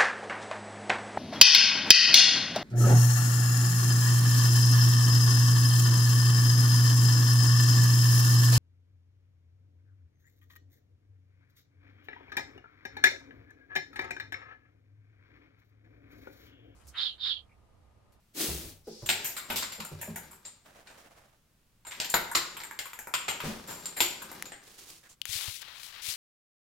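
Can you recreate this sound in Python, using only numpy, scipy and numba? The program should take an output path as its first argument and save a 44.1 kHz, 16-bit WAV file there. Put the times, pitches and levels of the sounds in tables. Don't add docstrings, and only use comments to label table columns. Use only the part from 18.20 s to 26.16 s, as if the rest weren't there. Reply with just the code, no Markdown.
import sys
import numpy as np
from scipy import signal
from scipy.fft import rfft, irfft, next_fast_len
from scipy.io import wavfile
from scipy.ndimage import uniform_filter1d
from numba import njit

SR = 44100
rng = np.random.default_rng(int(sys.argv[2]) if len(sys.argv) > 2 else 0)


def waveform_to_disk(signal):
    frames = np.transpose(np.atleast_2d(signal))
    scaled = np.clip(frames, -1, 1) * 32767
    samples = np.round(scaled).astype(np.int16)
    wavfile.write(sys.argv[1], SR, samples)


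N = 351036
RING, ATTACK = int(.5 * SR), int(.025 * SR)
CATCH = 800
TIME = np.arange(N) / SR
AGE, STROKE_AGE = TIME[:RING], TIME[:RING + RING // 2]

# (time [s], clack [dB], brightness [dB/octave], tumble [ms], bell [dB], overtones [dB])
TOY_HITS = [(0.86, -46, 5, 8.9, -37.5, -4), (0.89, -25.5, 2.5, 11, -28.5, -3),
            (1.045, -42.5, -2, 27, -36.5, 4), (1.166, -39, 0.5, 14, -40, -1),
            (1.301, -35, -2, 15, -46.5, 6.5), (1.359, -33, 10.5, 28, -36.5, 4),
            (1.424, -38, 2, 8.6, -39, -26), (1.52, -45.5, 4.5, 15, -43.5, -4.5),
            (1.602, -42, -1, 5.3, -46.5, -3.5), (1.649, -52.5, -36, 2.7, -47.5, 0.5),
            (1.814, -44.5, -7, 12, -44.5, 4), (1.959, -45, -8, 6.9, -47, 6),
            (2.111, -59, -13, 21, -57.5, 3.5), (2.251, -52, 4, 10, -44, -16),
            (2.672, -55.5, -2.5, 5.3, -58.5, -17), (3.65, -54, -9.5, 4.2, -52, -19.5),
            (3.668, -49, -3, 7.7, -42.5, -11), (3.711, -43.5, 0.5, 28, -49, -5.5),
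            (3.801, -32.5, 2.5, 1.8, -40, -4), (3.846, -40.5, 5, 2, -47, 1),
            (3.898, -56, 28, 6, -34.5, -4.5), (3.941, -25, -3.5, 1.2, -31.5, 2.5),
            (4.115, -41, -32, 0.89, -43.5, -2.5), (4.15, -25.5, 2, 8.4, -28.5, -5.5),
            (4.368, -45, -4, 7.2, -49, -1), (4.403, -45.5, -1, 0.58, -51.5, -5),
            (4.436, -48, -2, 0.87, -45, -6), (4.511, -45.5, -17, 0.23, -51, -3.5),
            (4.59, -38.5, 3.5, 1.1, -40, -4.5), (4.656, -47.5, -8, 2.2, -57.5, 8.5),
            (4.733, -48.5, -4.5, 0.37, -50, -3), (4.79, -48.5, -11, 0.65, -46.5, 1),
            (4.872, -46, -19.5, 0.61, -58, 7.5), (4.939, -30, -0.5, 3, -30.5, -8),
            (5.082, -32, -1.5, 12, -34, -7), (5.203, -39.5, -3, 5.1, -53.5, 5),
            (5.475, -48.5, -26, 87, -40.5, -4.5), (5.657, -43.5, 5.5, 0.4, -36, -12.5),
            (5.766, -39, -2.5, 33, -34.5, -6), (5.805, -25, 4.5, 3.6, -25.5, -2),
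            (6.019, -47, -8, 3.5, -49, 0.5), (6.116, -49.5, -11, 0.15, -57.5, 8),
            (6.256, -51.5, 0.5, 0.31, -49, -6), (6.32, -47.5, -5, 2.4, -48.5, -17)]
# (frequency [Hz], level [dB])
CLACK_SPECTRUM = [(200, -11), (600, -3.5), (2000, 4.5), (4300, 1.5), (6000, -3.5), (9500, -9.5),
                  (16000, -36)]
# (frequency [Hz], level [dB])
SHELL_MODES = [(940, 9), (1500, 6.5), (2200, 8), (3720, 11.5)]
# (frequency [Hz], level [dB])
BELL_MODES = [(7055, 7.5), (7353, 3), (7520, 8), (8344, 5)]
# (frequency [Hz], level [dB])
BELL_OVERTONES = [(12190, 11.5), (12400, 0.5), (12590, 2), (14060, 2.5)]
# (frequency [Hz], level [dB])
PELLET_SPECTRUM = [(3000, -14.5), (7800, 0), (13800, -0.5), (16000, -10.5)]
# (time [s], level [dB], centre [Hz])
PAW_THUDS = [(0.282, -35, 73), (0.44, -46, 81), (0.669, -39, 464), (0.819, -41, 206), (1.295, -43, 195),
             (1.58, -43.5, 184), (1.712, -39, 127), (1.874, -36.5, 166), (5.235, -35, 282),
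             (5.265, -38.5, 198)]
# (frequency [Hz], level [dB])
BOARD_MODES = [(70, -1), (92, -1), (159, 0), (221, -1), (356, -0.5), (470, -1.5)]
# (frequency [Hz], level [dB])
PAD_SPECTRUM = [(150, -9), (600, 3), (2000, -24)]
# (time [s], length [s], level [dB])
CLAW_SKIDS = [(0.97, 0.31, -48.5), (1.282, 0.08, -37.5), (5.225, 0.024, -33), (5.47, 0.026, -39.5)]
# (time [s], length [s], level [dB])
CLAW_SCRABBLES = [(0.8, 1.456, -58.5), (3.66, 0.78, -57), (5.0, 1.256, -52)]
# (frequency [Hz], level [dB])
CLAW_SPECTRUM = [(50, -8.5), (190, 6), (5500, -7.5), (16000, -18)]
# (frequency [Hz], level [dB])
BOX_SPECTRUM = [(50, -32), (150, -12), (330, 4), (480, -7), (1000, -16), (3800, -8), (16000, -11.5)]
# (time [s], length [s], level [dB], brightness [dB/octave], resonance [Hz])
SLEEVE_BRUSHES = [(2.448, 0.51, -58, -6.5, 616), (2.771, 0.046, -55.5, 1, 754),
                  (6.427, 0.2, -55.5, 2.5, 398), (6.578, 0.17, -50, 4, 370), (6.827, 0.045, -55, -2, 1680),
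                  (6.887, 0.041, -55, 2.5, 7250)]
# (frequency [Hz], level [dB])
CLOTH_SPECTRUM = [(60, -10), (650, -10), (1100, -8.5), (7000, -10.5), (16000, -19)]
# (time [s], light rub [dB], heavy drag [dB])
FINGER_SLIDE = [(7.054, -46, -44), (7.09, -36.5, -59), (7.13, -29.5, -50), (7.198, -31.5, -41.5),
                (7.285, -36, -40), (7.336, -39, -56), (7.358, -36.5, -68), (7.41, -48, -55),
                (7.42, -36, -37.5), (7.434, -57, -44), (7.51, -62, -44.5), (7.644, -39.5, -47),
                (7.812, -64.5, -44), (7.82, -37.5, -49.5), (7.9, -28, -44), (7.96, -40, -53)]
# (frequency [Hz], level [dB])
RUB_SPECTRUM = [(1060, -23), (2200, -4.5), (5500, -4), (11500, -6.5), (16000, -12)]
# (frequency [Hz], level [dB])
DRAG_SPECTRUM = [(250, -20), (1200, -1.5), (4000, 1), (8000, -18)]
# (time [s], ring [dB], click [dB], left over right [dB], ring pitch [Hz])
FINGER_TAPS = [(6.2243, -20, -11.5, 5.5, 2000), (7.0166, -16, -17.5, 17.5, 2970),
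               (7.0548, -26, -11.5, 20, 1780)]
# (time [s], level [dB])
FINGER_PRESSES = [(7.092, -40.5), (7.154, -41), (7.281, -34), (7.884, -43)]
# (frequency [Hz], reverberation time [s], left-right likeness [0-1])
ROOM_BANDS = [(150, .65, .92), (320, .65, .82), (700, .6, .35), (5000, .53, .28), (15000, .34, .25)]
# (frequency [Hz], level [dB])
AIR_SPECTRUM = [(25, -9), (130, -10.5), (400, -25), (16000, -36.5)]


def toy(clack_db=-2.5, bell_db=-5.5, pellet_ms=6.8):
    touch = signal.unit_impulse(RING)
    out = np.zeros((2, N))
    for s, db, tilt_db, tumble_ms, ring_db, overtones_db in TOY_HITS:
        knock = strike(touch, ringing(SHELL_MODES, cycles=18, spread_db=2, detune=.06))
        knock_db = -12.5 - 0.35 * tilt_db
        clack = attack_one(colour(touch + from_db(knock_db) * knock, CLACK_SPECTRUM, tilt_db))
        pellet = 6 * touch + grains(RING, per_s=2500, spread_db=2) * np.exp(-AGE * 1000 / pellet_ms)
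        low, high = [attack_one(strike(pellet, ringing(modes, cycles=340, spread_db=2, detune=.0035)))
                     for modes in (BELL_MODES, BELL_OVERTONES)]
        tick = attack_one(colour(pellet, PELLET_SPECTRUM))
        bell = low + from_db(overtones_db) * (from_db(-3) * high + from_db(1) * tick)
        direct = from_db(db + clack_db) * clack + from_db(ring_db + bell_db) * bell
        crisp_db = 0.5 / (1 + tumble_ms ** 2)
        heard = in_room(direct, early_db=5.5 - crisp_db, late_db=0.5 - crisp_db, early_t60=0.16,
                        tumble_s=tumble_ms / 1000)
        add(out, s, from_db(crisp_db) * heard)
    return out * from_db([[1.1], [-1.1]])


def paws(thud_db=-3.5, width_octaves=0.66, push_ms=7.5, pad_db=-6.5):
    out = np.zeros((2, N))
    swipes = [(s, db - 15, 414) for s, db, *_ in TOY_HITS if db > -30]
    for s, db, centre_hz in PAW_THUDS + swipes:
        modes = [(hz, gain - 3 * (np.log2(hz / centre_hz) / width_octaves) ** 2)
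                 for hz, gain in BOARD_MODES]
        push = rng.standard_normal(RING) * AGE * np.exp(-AGE * 1000 / push_ms)
        boards = attack_one(strike(push, ringing(modes, cycles=28, spread_db=1, detune=0.012)))
        slap = from_db(pad_db) * attack_one(colour(push, PAD_SPECTRUM))
        heard = in_room(boards + slap, early_db=1, late_db=-3, early_t60=0.15)
        onset_rms = np.sqrt(np.mean(heard[:, :2 * ATTACK] ** 2))
        add(out, s, from_db(db + thud_db) * heard / onset_rms)
    return out


def claws():
    skidding = strokes(CLAW_SKIDS, attack_s=0.04, sag_db_per_s=65, release_s=0.61)
    slips = friction(CLAW_SPECTRUM, per_s=8300, spread_db=0)
    scrabbling = strokes(CLAW_SCRABBLES, attack_s=0.14, release_s=1)
    ticks = rms_one(colour(grains(N, per_s=260, spread_db=1), CLAW_SPECTRUM))
    ticks = rms_one(in_room(ticks, early_db=8, late_db=2, early_t60=0.1))
    return skidding * slips + scrabbling * ticks


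def box_slide(start_s=0.13, db=-21.5):
    out = np.zeros((2, N))
    push = stroke(STROKE_AGE, length_s=0.37, attack_s=0.084, sag_db_per_s=70.5, release_s=0.34, bend=2.2)
    scrape = friction(BOX_SPECTRUM, per_s=20000, spread_db=1, size=len(STROKE_AGE))
    add(out, start_s, from_db(db) * push * scrape)
    return out


def toy_glide(start_s=0.636, db=-53, hiss_hz=5080):
    out = np.zeros((2, N))
    glide = stroke(AGE, length_s=0.59, attack_s=0.084, release_s=0.11)
    hiss = rms_one(resonate(rng.standard_normal((2, RING)), np.full(RING, hiss_hz), q=3.5))
    add(out, start_s, from_db(db) * glide * hiss)
    return out


def clothes(fold_db=3.5, wander_octaves=0.052, catch_db=2.5):
    out, size = np.zeros((2, N)), len(STROKE_AGE)
    for s, length_s, db, tilt_db, hz in SLEEVE_BRUSHES:
        fabric = friction(CLOTH_SPECTRUM, per_s=12000, spread_db=3, tilt_db=tilt_db, size=size)
        fold = resonate(fabric, hz * 2 ** (wander_octaves * catches(size, CATCH)), q=3.8)
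        rustle = rms_one(fabric + from_db(fold_db) * fold) * from_db(catch_db * catches(size, CATCH))
        brush = stroke(STROKE_AGE, length_s, attack_s=0.011, sag_db_per_s=1, release_s=2 * length_s)
        add(out, s, from_db(db) * rustle * brush)
    return out * from_db([[-1], [1]])


def finger_rub(right_db=-15, rub_hz=3700, hz_per_db=35):
    times, rub_levels, drag_levels = np.transpose(FINGER_SLIDE)
    span, out = TIME[TIME > times[0]], np.zeros((2, N))
    rub_db, drag_db = np.interp(span, times, rub_levels), np.interp(span, times, drag_levels)
    jerks_db = catches(len(span), size=260)
    rub = friction(RUB_SPECTRUM, per_s=17000, spread_db=2, size=len(span))
    wander = 2 ** (0.14 * catches(len(span), CATCH))
    centre_hz = (rub_hz + hz_per_db * (rub_db - rub_levels.mean())) * wander
    rub = rms_one(rub + from_db(-2.5) * resonate(rub, centre_hz, q=3.0))
    drag = friction(DRAG_SPECTRUM, per_s=12000, spread_db=2, size=len(span))
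    skin = from_db(rub_db + jerks_db) * rub + from_db(drag_db + 2 * jerks_db) * drag
    add(out, times[0], skin * from_db([[0], [right_db]]))
    return out


def finger_taps(tap_ms=.75):
    out, age = np.zeros((2, N)), AGE * 1000 / tap_ms
    for s, ring_db, click_db, left_db, hz in FINGER_TAPS:
        ring = 2 * age * np.exp(1 - 2 * age) * np.sin(2 * np.pi * hz * AGE)
        click = colour(np.exp(-age) * rng.standard_normal(RING), RUB_SPECTRUM)
        tap = from_db(ring_db) * ring + from_db(click_db) * click
        add(out, s, from_db([[0], [-left_db]]) * in_room(tap, early_db=-6, late_db=-20, early_t60=0.03))
    return out


def finger_presses(right_db=-15, press_hz=95, press_ms=6.5):
    out, age = np.zeros((2, N)), AGE * 1000 / press_ms
    bump = np.sqrt(age) * np.exp(1 - age) * np.sin(2 * np.pi * press_hz * AGE)
    for s, db in FINGER_PRESSES:
        add(out, s, from_db([[db], [db + right_db]]) * bump)
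    return out


def room_tone(db=-67.5):
    air = irfft(diffuse(rng.standard_normal((2, N))), N)
    return from_db(db) * rms_one(colour(air, AIR_SPECTRUM))


def in_room(x, early_db, late_db, early_t60, tumble_s=0):
    noise = diffuse(rng.standard_normal((2, RING)))
    clumps = clatter()
    first_share = 1 / (1 + tumble_s * 1000)
    touches = clumps * np.exp(-2 * AGE / (tumble_s + 1 / SR))
    touches *= (1 - first_share) / touches.sum()
    keep = np.exp(-2 / (tumble_s * SR + 1))
    early = clumps * signal.lfilter([1 - keep], [1, -keep], from_db(early_db - 60 * AGE / early_t60) ** 2)
    log_hz, log_centres = np.log(freqs(RING) + 1), np.log([row[0] for row in ROOM_BANDS])
    echoes = np.zeros((2, RING))
    for (_, t60, _), this_band in zip(ROOM_BANDS, np.eye(len(ROOM_BANDS))):
        band = irfft(noise * np.interp(log_hz, log_centres, this_band), RING)
        late = signal.lfilter([1 - keep], [1, -keep], from_db(late_db - 60 * AGE / t60) ** 2)
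        echoes += band * np.sqrt(touches + (early + late) / ATTACK)
    echoes[:, 0] += np.sqrt(first_share)
    return signal.fftconvolve(x[None], echoes, axes=1)[:, :len(x)]


def diffuse(pair):
    alike = np.clip(at_hz(ROOM_BANDS, freqs(pair.shape[-1]), column=2), 0, .99)
    mid, side = rfft(pair)
    return np.sqrt((1 + alike) / 2) * mid + np.sqrt((1 - alike) / 2) * side * [[1], [-1]]


def clatter(depth_db=4, size=30):
    clumps = rms_one(uniform_filter1d(rng.standard_normal(RING), size))
    return rms_one(from_db(depth_db * np.clip(clumps, -2, 2))) ** 2


def ringing(modes, cycles, spread_db, detune):
    hz, db = np.transpose(modes)[:, :, None]
    strength, shift, flip = rng.standard_normal((3, len(modes), 1))
    turns = hz * (1 + detune * shift) * AGE[:RING // 2]
    decay = from_db(db + spread_db * strength - 60 * turns / cycles)
    return np.sum(np.sign(flip) * decay * np.sin(2 * np.pi * turns), axis=0)


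def strike(force, body):
    return signal.fftconvolve(force, body / np.sqrt(np.sum(body ** 2)))[:RING]


def grains(size, per_s, spread_db):
    born = rng.random(size) < per_s / SR
    return born * rng.standard_normal(size) * from_db(spread_db * rng.standard_normal(size))


def friction(spectrum, per_s, spread_db, tilt_db=0, size=N):
    slips = irfft(diffuse(grains((2, size), per_s, spread_db)), size)
    return rms_one(colour(slips, spectrum, tilt_db))


def catches(length, size):
    return rms_one(uniform_filter1d(uniform_filter1d(rng.standard_normal(length), size), size))


def stroke(age, length_s, attack_s, release_s, sag_db_per_s=0, bend=1):
    rise = np.clip(age / attack_s, 0, 1) ** bend
    sag_db = sag_db_per_s * np.clip(age, 0, length_s)
    release_db = 60 * np.clip((age - length_s) / release_s, 0, 2)
    return rise * from_db(-sag_db - release_db)


def strokes(rows, **shape):
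    return sum(from_db(db) * stroke(TIME - s, length_s, **shape) for s, length_s, db in rows)


@njit
def resonate(x, hz, q):
    out = np.zeros_like(x)
    for side in range(len(x)):
        band = low = 0.
        for i in range(len(hz)):
            g = np.tan(np.pi * hz[i] / SR)
            now = (band + g * (x[side, i] - low)) / (1 + g * (g + 1 / q))
            band = 2 * now - band
            low += 2 * g * now
            out[side, i] = now / q
    return out


def colour(x, spectrum, tilt_db=0):
    size = 2 * next_fast_len(x.shape[-1] // 2 + 1024)
    hz = freqs(size)
    gain = from_db(at_hz(spectrum, hz) + tilt_db * np.log2(np.clip(hz, 1700, 4500) / 2600))
    cepstrum = irfft(np.log(gain))
    cepstrum[1:size // 2] *= 2
    cepstrum[size // 2 + 1:] = 0
    return irfft(rfft(x, size) * np.exp(rfft(cepstrum)))[..., :x.shape[-1]]


def at_hz(rows, hz, column=1):
    table = np.array(rows)
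    return np.interp(np.log(np.maximum(hz, 1)), np.log(table[:, 0]), table[:, column])


def freqs(size):
    return np.arange(size // 2 + 1) * SR / size


def from_db(db):
    return np.exp(np.asarray(db) * np.log(10) / 20)


def rms_one(x):
    return x / np.sqrt(np.mean(x ** 2) + 1e-20)


def attack_one(x):
    return x / np.sqrt(np.mean(x[..., :ATTACK] ** 2) + 1e-20)


def add(out, s, sound):
    start = round(s * SR)
    out[:, start:start + sound.shape[-1]] += sound[..., :N - start]


def scene():
    air = room_tone()
    blows = toy() + paws()
    scuffs = (claws() + box_slide() + toy_glide()) * from_db([[1], [-1]])
    handling = clothes() + finger_rub() + finger_taps() + finger_presses()
    return blows + scuffs + handling + air


def record(dry):
    return signal.sosfilt(signal.ellip(10, .2, 80, 16000, fs=SR, output="sos"), dry)


dry = scene()
out = record(dry)
waveform_to_disk(out)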